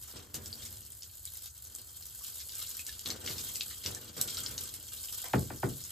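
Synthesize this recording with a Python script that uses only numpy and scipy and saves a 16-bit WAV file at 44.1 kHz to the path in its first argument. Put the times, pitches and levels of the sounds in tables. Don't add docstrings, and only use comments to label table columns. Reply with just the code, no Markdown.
import sys
import numpy as np
from scipy import signal
from scipy.fft import rfft, irfft, next_fast_len
from scipy.io import wavfile

SR = 44100
rng = np.random.default_rng(int(sys.argv[2]) if len(sys.argv) > 2 else 0)


def generate_wav(sig):
    pcm = np.round(np.clip(np.atleast_2d(sig).T, -1, 1) * 32767).astype(np.int16)
    wavfile.write(sys.argv[1], SR, pcm)


N = 260631
TIME = np.arange(N) / SR
CUTOFF_HZ = 15800

# time in seconds, hiss on the fur in dB, floor patter in dB.
SPRAY_LEVELS = [(0, -46.5, -51), (0.6, -50.5, -61.5), (1.1, -49, -62), (1.85, -50, -59),
                (2.42, -43.5, -53.5), (2.92, -46.5, -50.5), (3.45, -43, -48.5), (3.72, -44.5, -50.5),
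                (4.38, -44.0, -45.5), (4.9, -46.5, -53.5), (5.2, -45, -52), (5.91, -45.5, -53)]
# start in seconds, return in seconds, greatest loss in dB.
SPRAY_LULLS = [(0.0, 0.386, 11), (3.002, 3.22, 13.5), (3.813, 4.186, 9)]
# frequency in Hz, spectral level in dB.
HISS_SPECTRUM = [(1000, -17), (2200, -26), (3200, -14.5), (4200, -9.5), (5500, -13), (7600, -1.5),
                 (11000, 3), (12700, -4), (15500, 0.5)]
# frequency in Hz, gain in dB.
PATTER_SPECTRUM = [(600, -22), (1350, -2.5), (2100, -10), (3200, 3.5), (4400, 0), (5600, 0.5), (9000, 1),
                   (15000, -22)]
# pitch in Hz, width in Hz, level against the hiss in dB.
NOZZLE_WHISTLES = [(3140, 60, -33), (4376, 18, -21.5), (5000, 45, -21), (7000, 42, -17.5), (7230, 160, -28),
                   (7760, 48, -19), (7940, 74, -35)]
# start in seconds, relative slap level in dB, pitch in Hz, its sharpness as Q,
# relative level of the thrown-off droplets in dB.
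FAT_DROPS = [(0.3418, -38, 7600, 0.88, -33.5), (0.458, -40.5, 7000, 0.75, -44.5),
             (0.527, -38.5, 4430, 4.1, -60), (0.619, -57, 4100, 0.78, -41), (0.651, -44, 7600, 1.8, -38.5),
             (0.77, -46, 8500, 0.89, -57), (0.863, -48, 8750, 2.9, -64), (0.919, -44, 8750, 3.1, -52),
             (1.021, -44.5, 5460, 1.2, -56), (1.031, -45, 6070, 0.73, -51), (1.2523, -38.5, 8600, 1.9, -46),
             (1.273, -49.5, 3680, 4.8, -53), (1.3534, -48.5, 5200, 0.91, -56), (1.458, -54, 4100, 2.9, -48),
             (1.55, -60, 5000, 1.1, -55), (1.65, -50, 7000, 1.5, -55), (1.749, -39, 7740, 2.9, -68),
             (2.023, -49.5, 4700, 1.6, -54), (2.054, -45.5, 8500, 1, -54), (2.262, -51, 6050, 0.9, -45),
             (2.401, -45.5, 5000, 0.9, -39.5), (2.492, -46, 5000, 1.5, -55), (2.521, -48, 4800, 3.1, -62),
             (2.552, -39, 8300, 1, -54), (2.6708, -42.5, 7860, 0.82, -61), (2.7026, -40.5, 9200, 0.91, -61),
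             (2.768, -38.5, 11000, 1.2, -58), (2.792, -42.5, 8000, 1, -39), (2.865, -38, 7700, 1.2, -41),
             (2.8917, -43, 5000, 0.53, -56), (2.992, -41, 7000, 0.84, -53), (3.058, -34.5, 3600, 1.3, -34),
             (3.074, -39, 11000, 1.8, -53), (3.086, -40, 7000, 1, -43), (3.1018, -32.5, 4930, 1, -36),
             (3.2613, -36, 6400, 0.75, -44), (3.274, -36.5, 2700, 1.5, -36.5), (3.296, -40, 8200, 0.8, -44),
             (3.3094, -42, 4100, 0.93, -36), (3.38, -41.5, 5030, 3, -37), (3.5559, -34.5, 7100, 1.2, -37),
             (3.6074, -31, 3560, 1.5, -41.5), (3.838, -44.5, 3930, 0.76, -38.5),
             (3.86, -32, 4440, 0.71, -34), (3.947, -37, 7500, 1.35, -47), (4.166, -56, 8260, 0.81, -38.5),
             (4.2123, -23.5, 9400, 1.3, -42), (4.287, -41.5, 5000, 0.8, -60), (4.369, -37, 4700, 4.3, -34),
             (4.4609, -33.5, 4800, 2, -57), (4.578, -34, 5470, 1.1, -43), (4.7387, -40, 9000, 1.3, -41),
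             (5.008, -43, 9100, 3.6, -81), (5.084, -46.5, 3380, 3.1, -48), (5.144, -42, 8000, 1.1, -49),
             (5.393, -38.5, 9700, 2.5, -64), (5.838, -41.5, 6050, 2.9, -46)]
# start in seconds, level of the first bubble in dB, pitch in Hz.
BUBBLE_DRIPS = [(2.21, -51, 1190), (2.793, -37, 2700), (2.888, -43, 1770), (3.71, -45.5, 1900),
                (3.967, -43.5, 1720), (4.376, -41, 1390)]

# start in seconds, force in dB, attack in seconds,
# hold in seconds, bass weight in dB.
JET_SWEEPS = [(0.12, -52, 0.04, 0.033, -1), (0.337, -50.5, 0.004, 0.0086, 6.5), (0.45, -63, 0.008, 0.25, 8),
              (1.65, -67.5, 0.008, 0.22, 1), (3.053, -49, 0.0062, 0.079, -2.5),
              (3.225, -50.5, 0.0099, 0.086, 5), (3.849, -47, 0.0098, 0.019, 0.5),
              (4.16, -47.5, 0.0074, 0.028, -1), (4.366, -56.5, 0.008, 0.21, 4.5)]
# start in seconds, strength in dB, treble cutoff in Hz, bass weight in dB.
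TUB_BLOWS = [(5.3289, 0, 2960, 3), (5.4966, -13, 2800, -3), (5.6242, -4.5, 2080, 3)]
# frequency in Hz, relative level in dB, 60 dB decay time in seconds.
TUB_MODES = [(82.9, -4, 1), (113.7, 5.5, 0.44), (135.6, 4.5, 0.52), (180.3, -8, 0.63), (221.7, -1.5, 0.47),
             (260.3, 3.5, 0.17), (282, 1, 0.21), (317, -32, 0.36), (389.5, 7.5, 0.23), (444, 2, 0.2),
             (507, 0, 0.17), (623, -1, 0.11), (654, 0.5, 0.14), (742, 4.5, 0.17), (772, -11, 0.31),
             (867, 3, 0.19), (1013, -20.5, 0.29), (1160, -11, 0.22), (1392, 8, 0.052), (1460, 8, 0.073),
             (1820, 3, 0.076), (1800, -22, 0.031)]
# frequency in Hz, spectral level in dB.
SHELL_SPECTRUM = [(25, -30), (55, 1.5), (100, 1.5), (170, 1), (300, 3), (480, -0.5), (800, -8), (1150, -6),
                  (1700, -9), (3000, -17), (6000, -23)]
# frequency in Hz, spectral level in dB.
BEND_SPECTRUM = [(30, -28), (80, -6), (130, 8.5), (195, -11), (280, -4), (400, -4), (570, -6.5),
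                 (820, -0.5), (1150, -16), (1600, -18), (2300, -20.5), (4000, -21)]
# delay in seconds, level against the wave in dB.
RIM_RETURNS = [(0.018, -12), (0.0369, -5)]
# start in seconds, level in dB.
WALL_RUBS = [(0.082, -32), (5.241, -15)]
# frequency in Hz, spectral level in dB.
SCUFF_SPECTRUM = [(300, -12), (720, 3.5), (1100, -5), (1600, -9), (2200, -4), (3000, -17), (6000, -20)]

# frequency in Hz, spectral level in dB.
RUMBLE_SPECTRUM = [(24, -53), (40, -12), (60, -3), (82, 0.5), (120, -9), (170, -23.5), (400, -40),
                   (1500, -28), (4000, -65)]
# frequency in Hz, correlation from 0 to 1.
MIC_LIKENESS = [(60, 1), (130, 0.9), (300, 0.81), (900, 0.014), (1400, 0.0098), (2000, 0.99), (3500, 0.49),
                (4400, 0.56), (5600, 0.046), (7200, 1), (15000, 1)]
# frequency in Hz, left minus right in dB.
MIC_BALANCE = [(100, -0.5), (260, 2.5), (800, 0.5), (1450, 0), (2000, 0), (2800, 3.5), (3200, 4),
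               (3800, 4.5), (4400, 2), (8000, 0)]
# frequency in Hz, lead of the left in radians.
MIC_LEAD = [(100, 0), (2000, 0), (3200, .7), (5400, -.5), (6800, 0), (8200, -1.3), (10000, -3.14),
            (12000, -5.3), (12500, -6.2), (13300, -6.4), (15500, -9.4)]


def fur_hiss(gain, packets):
    droplets = coloured(impacts(per_s=14000, spread_db=2.5) * packets, HISS_SPECTRUM)
    mist = diffuse_noise(HISS_SPECTRUM)
    return gain * (bathroom(droplets, wet_db=-7) + from_db(-1.5) * mist)


def spurts(per_s, spread_db, t60=0.016, count=1200):
    packets, t = np.zeros(N), TIME[:SR // 10]
    gaps_s = rng.exponential(1, (count, 3)).mean(axis=1) / per_s
    sizes = from_db(spread_db * np.clip(rng.standard_normal(count), -2, 2))
    starts = (np.cumsum(gaps_s) * SR).astype(int)
    packets[starts[starts < N]] = sizes[starts < N]
    landing = dying(t60, t) * (1 - dying(0.0089, t))
    return rms_one(signal.fftconvolve(packets, landing)[:N])


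def lull_loss(fade_s=0.2, return_s=0.15):
    return sum(db * np.clip((TIME - start) / fade_s, 0, 1) * np.clip((back - TIME) / return_s + .5, 0, 1)
               for start, back, db in SPRAY_LULLS)


def throb(start_s=1.0, end_s=2.22, per_s=9.8, depth_db=1.6, waver_db=1.5):
    beat = -np.cos(2 * np.pi * per_s * (TIME - start_s))
    waver = rms_one(filtered(rng.standard_normal(N), lambda hz: low_shelf(hz, 2.4)))
    return depth_db * beat * (TIME > start_s) * (TIME < end_s) + waver_db * waver


def patter(gain, packets):
    pitches = np.geomspace(1000, 9000, 24)
    rings = sum(resonance(impacts(per_s=200, spread_db=1.5) * packets, hz, q=12.6) for hz in pitches)
    return bathroom(gain * coloured(rings, PATTER_SPECTRUM), wet_db=12.5)


def ticks(gain, per_s=45, low_hz=3390, high_hz=8500):
    out, s = np.zeros(N), 0
    for gap, size, pitch in rng.random((400, 3)):
        s += 2 * gap / per_s
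        hz = low_hz * (high_hz / low_hz) ** pitch
        tick = from_db(14 * size) * slap(hz, q=2.06, flatten_s=0.0029)
        if s < TIME[-1]:
            add(out, s, tick)
    return bathroom(from_db(-13) * gain * rms_one(out), wet_db=8.5, gap_s=0.0081)


def splashes():
    slaps, thrown, t = np.zeros(N), np.zeros(N), TIME[:SR // 8]
    for s, slap_db, hz, q, droplets_db in FAT_DROPS:
        add(slaps, s, from_db(slap_db + 25.5) * slap(hz, q, flatten_s=0.0042))
        droplets = impacts(per_s=9900, spread_db=0.5, size=len(t))
        droplets *= dying(0.067, t) * (1 - dying(0.0074, t))
        pitched = droplets + from_db(0.5) * resonance(droplets, hz, q=2.4)
        add(thrown, s, from_db(droplets_db + 26.5) * energy_one(pitched))
    low_cut = signal.butter(2, 2700, "high", fs=SR, output="sos")
    thrown = signal.sosfilt(low_cut, thrown + 1e-18)
    return bathroom(slaps, wet_db=-3.5, gap_s=0.0032) + bathroom(thrown, wet_db=4.5)


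def slap(hz, q, flatten_s):
    t = TIME[:SR // 50]
    contact = rng.choice([-1, 1], len(t)) * np.sin(np.pi * np.clip(t / flatten_s, 0, 1))
    return energy_one(resonance(resonance(contact, hz, q), hz, q))


def drips(bubbles=3, gap_s=0.004):
    out, t = np.zeros(N), TIME[:SR // 10]
    for s, db, hz in BUBBLE_DRIPS:
        for k in range(bubbles):
            pitch = hz * rng.uniform(.92, 1.08)
            bubble = dying(0.032, t) * np.sin(2 * np.pi * pitch * t * (1 + 0.8 * t))
            add(out, s + k * gap_s, from_db(db - 5.4 * k) * bubble)
    return out


def drumming(force, bass_force, bass_hz=172):
    jets = rms_one(impacts(per_s=900, spread_db=2.5))
    bass = filtered(jets, lambda hz: low_shelf(hz, bass_hz, power=4))
    beats = force * (jets - bass) + bass_force * bass
    ringing = signal.fftconvolve(beats[None], tub_ring(dense_db=0.5), axes=1)[:, :N]
    boom = resonance(beats, hz=87.2, q=8.7)
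    hits = diffuse([impacts(per_s=1200, spread_db=5) for _ in range(2)])
    thuds = coloured(hits, SHELL_SPECTRUM)
    return from_db(3) * ringing + from_db(31) * boom + from_db(-1.5) * force * thuds


def sweeps(t60=0.64, bass_t60=0.41, runoff_t60=2.26):
    force = np.zeros((2, N))
    for s, db, attack_s, hold_s, bass_db in JET_SWEEPS:
        attack = np.clip((TIME - s) / attack_s, 0, 1)
        after_s = np.maximum(TIME - s - hold_s, 0)
        runoff = from_db(-9) * dying(runoff_t60, after_s)
        release = np.maximum(dying(np.array([[t60], [bass_t60]]), after_s), runoff)
        force = np.hypot(force, from_db([[db], [db + bass_db]]) * attack * release)
    return force


def knocks(spread_s=0.0018):
    out = np.zeros((2, N))
    for s, db, bright_hz, bass_db in TUB_BLOWS:
        ring = tub_ring(dense_db=2)
        t = TIME[:ring.shape[1]]
        thump = energy_one(filtered(signal.unit_impulse(len(t)), bending_wave))
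        build_up = np.clip(t / spread_s, 0, 1)
        ring = filtered(ring * build_up, along_wall)
        soft_contact = signal.butter(3, bright_hz, fs=SR, output="sos")
        blow = signal.sosfilt(soft_contact, from_db(2.5) * thump + from_db(8) * ring)
        add(out, s, from_db(db) * filtered(blow, lambda hz: from_db(bass_db * low_shelf(hz, 500))))
    return out


def tub_ring(dense_db):
    t = TIME[:SR * 3 // 4]
    modes = np.zeros((2, len(t)))
    for k, (hz, db, t60) in enumerate(TUB_MODES):
        phase = 2 * np.pi * hz * t
        side = (-1) ** k
        modes += from_db(db) * dying(t60, t) * np.array([side * np.sin(phase), np.cos(phase)])
    bed = diffuse_noise(SHELL_SPECTRUM, len(t))
    bass = filtered(bed, lambda hz: low_shelf(hz, 500))
    dense = bass * dying(0.35, t) + (bed - bass) * dying(0.14, t)
    return energy_one(energy_one(diffuse(modes)) + from_db(dense_db) * energy_one(dense))


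def bending_wave(hz):
    echoes = sum(from_db(db) * np.exp(-2j * np.pi * hz * delay_s) for delay_s, db in RIM_RETURNS)
    return from_db(at_hz(BEND_SPECTRUM, hz)) * along_wall(hz) * (1 + echoes * low_shelf(hz, 335))


def along_wall(hz, travel_at_100_hz_s=0.028):
    return np.exp(-4j * np.pi * travel_at_100_hz_s * np.sqrt(100 * hz))


def scuffs():
    out, t = np.zeros(N), TIME[:SR // 8]
    for s, db in WALL_RUBS:
        grain = impacts(per_s=1900, spread_db=1, size=len(t))
        slips = grain * dying(0.2, t) * (1 - dying(0.0034, t))
        add(out, s, from_db(db) * energy_one(coloured(slips, SCUFF_SPECTRUM)))
    return out


def whistles():
    return sum(from_db(db) * rms_one(resonance(rng.standard_normal(N), hz, hz / width))
               for hz, width, db in NOZZLE_WHISTLES)


def rumble():
    return from_db(-60) * diffuse_noise(RUMBLE_SPECTRUM)


def bathroom(x, wet_db, gap_s=0.00089, room_t60=0.12):
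    t = TIME[:SR // 2]
    early_fade = dying(0.099, t) * (t > gap_s)
    late_fade = dying(room_t60, t) * (t > .008)
    early = [energy_one(impacts(per_s=2500, spread_db=3.54, size=len(t)) * early_fade) for _ in range(2)]
    late = [energy_one(rng.standard_normal(len(t)) * late_fade) for _ in range(2)]
    response = from_db(wet_db) * diffuse(np.array(early) + from_db(-8.5) * np.array(late))
    response[:, 0] += 1
    return signal.fftconvolve(x[None], np.sqrt(2) * energy_one(response), axes=1)[:, :N]


def diffuse(pair):
    mid = filtered(pair[0], lambda hz: np.sqrt(1 + at_hz(MIC_LIKENESS, hz)))
    side = filtered(pair[1], lambda hz: np.sqrt(1 - at_hz(MIC_LIKENESS, hz)))
    return np.array([mid + side, mid - side]) / np.sqrt(2)


def diffuse_noise(spectrum, size=N):
    return coloured(diffuse(rng.standard_normal((2, size))), spectrum)


def impacts(per_s, spread_db, size=N):
    strength = from_db(spread_db * np.minimum(rng.exponential(1, size), 4))
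    return (rng.random(size) < per_s / SR) * strength * rng.choice([-1, 1], size)


def resonance(x, hz, q):
    return signal.lfilter(*signal.iirpeak(hz, max(q, 1), fs=SR), x + 1e-18)


def coloured(x, spectrum):
    return rms_one(filtered(x, lambda hz: from_db(at_hz(spectrum, hz))))


def filtered(x, response):
    length = x.shape[-1]
    size = next_fast_len(length + SR // 10)
    return irfft(rfft(x, size) * response(np.fft.rfftfreq(size, 1 / SR)), size)[..., :length]


def low_shelf(hz, corner_hz, power=2):
    return 1 / (1 + (hz / corner_hz) ** power)


def at_hz(points, hz):
    known_hz, values = np.transpose(points)
    return np.interp(np.log(hz + 1), np.log(known_hz), values)


def in_time(rows):
    s, *columns = np.transpose(rows)
    return [np.interp(TIME, s, column) for column in columns]


def add(track, s, sound):
    start = round(s * SR)
    track[..., start:start + sound.shape[-1]] += sound[..., :N - start]


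def dying(t60, t):
    return from_db(-60 * t / t60)


def from_db(db):
    return 10 ** (np.asarray(db) / 20)


def rms_one(x):
    return x / np.sqrt(np.mean(x ** 2) + 1e-20)


def energy_one(x):
    return x / np.sqrt(np.sum(x ** 2) + 1e-20)


def scene():
    hiss_db, patter_db = in_time(SPRAY_LEVELS)
    loss_db = lull_loss() - throb()
    stray_drops = from_db(patter_db - 18)
    on_shell, on_shell_bass = np.hypot(sweeps(), stray_drops)
    spatter = from_db(-1) * on_shell
    hiss_gain = from_db(hiss_db - loss_db)
    patter_gain = np.hypot(from_db(patter_db - loss_db), spatter)
    on_fur = spurts(per_s=75, spread_db=3)
    on_floor = rms_one(on_fur + from_db(1) * spurts(per_s=37, spread_db=3.5))
    spray = fur_hiss(hiss_gain, on_fur) + patter(patter_gain, on_floor)
    spray += ticks(hiss_gain) + hiss_gain * whistles()
    drops = splashes() + bathroom(drips(), wet_db=-1.5)
    tub = drumming(on_shell, on_shell_bass) + knocks() + bathroom(scuffs(), wet_db=0.5)
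    return spray + drops + tub + rumble()


def record(dry):
    left = filtered(dry[0], lambda hz: from_db(at_hz(MIC_BALANCE, hz) / 2))
    right = filtered(
        dry[1], lambda hz: from_db(-at_hz(MIC_BALANCE, hz) / 2) * np.exp(-1j * at_hz(MIC_LEAD, hz)))
    return filtered(np.array([left, right]), lambda hz: 1 / np.sqrt(1 + (hz / CUTOFF_HZ) ** 160))


dry = scene()
out = record(dry)
generate_wav(out)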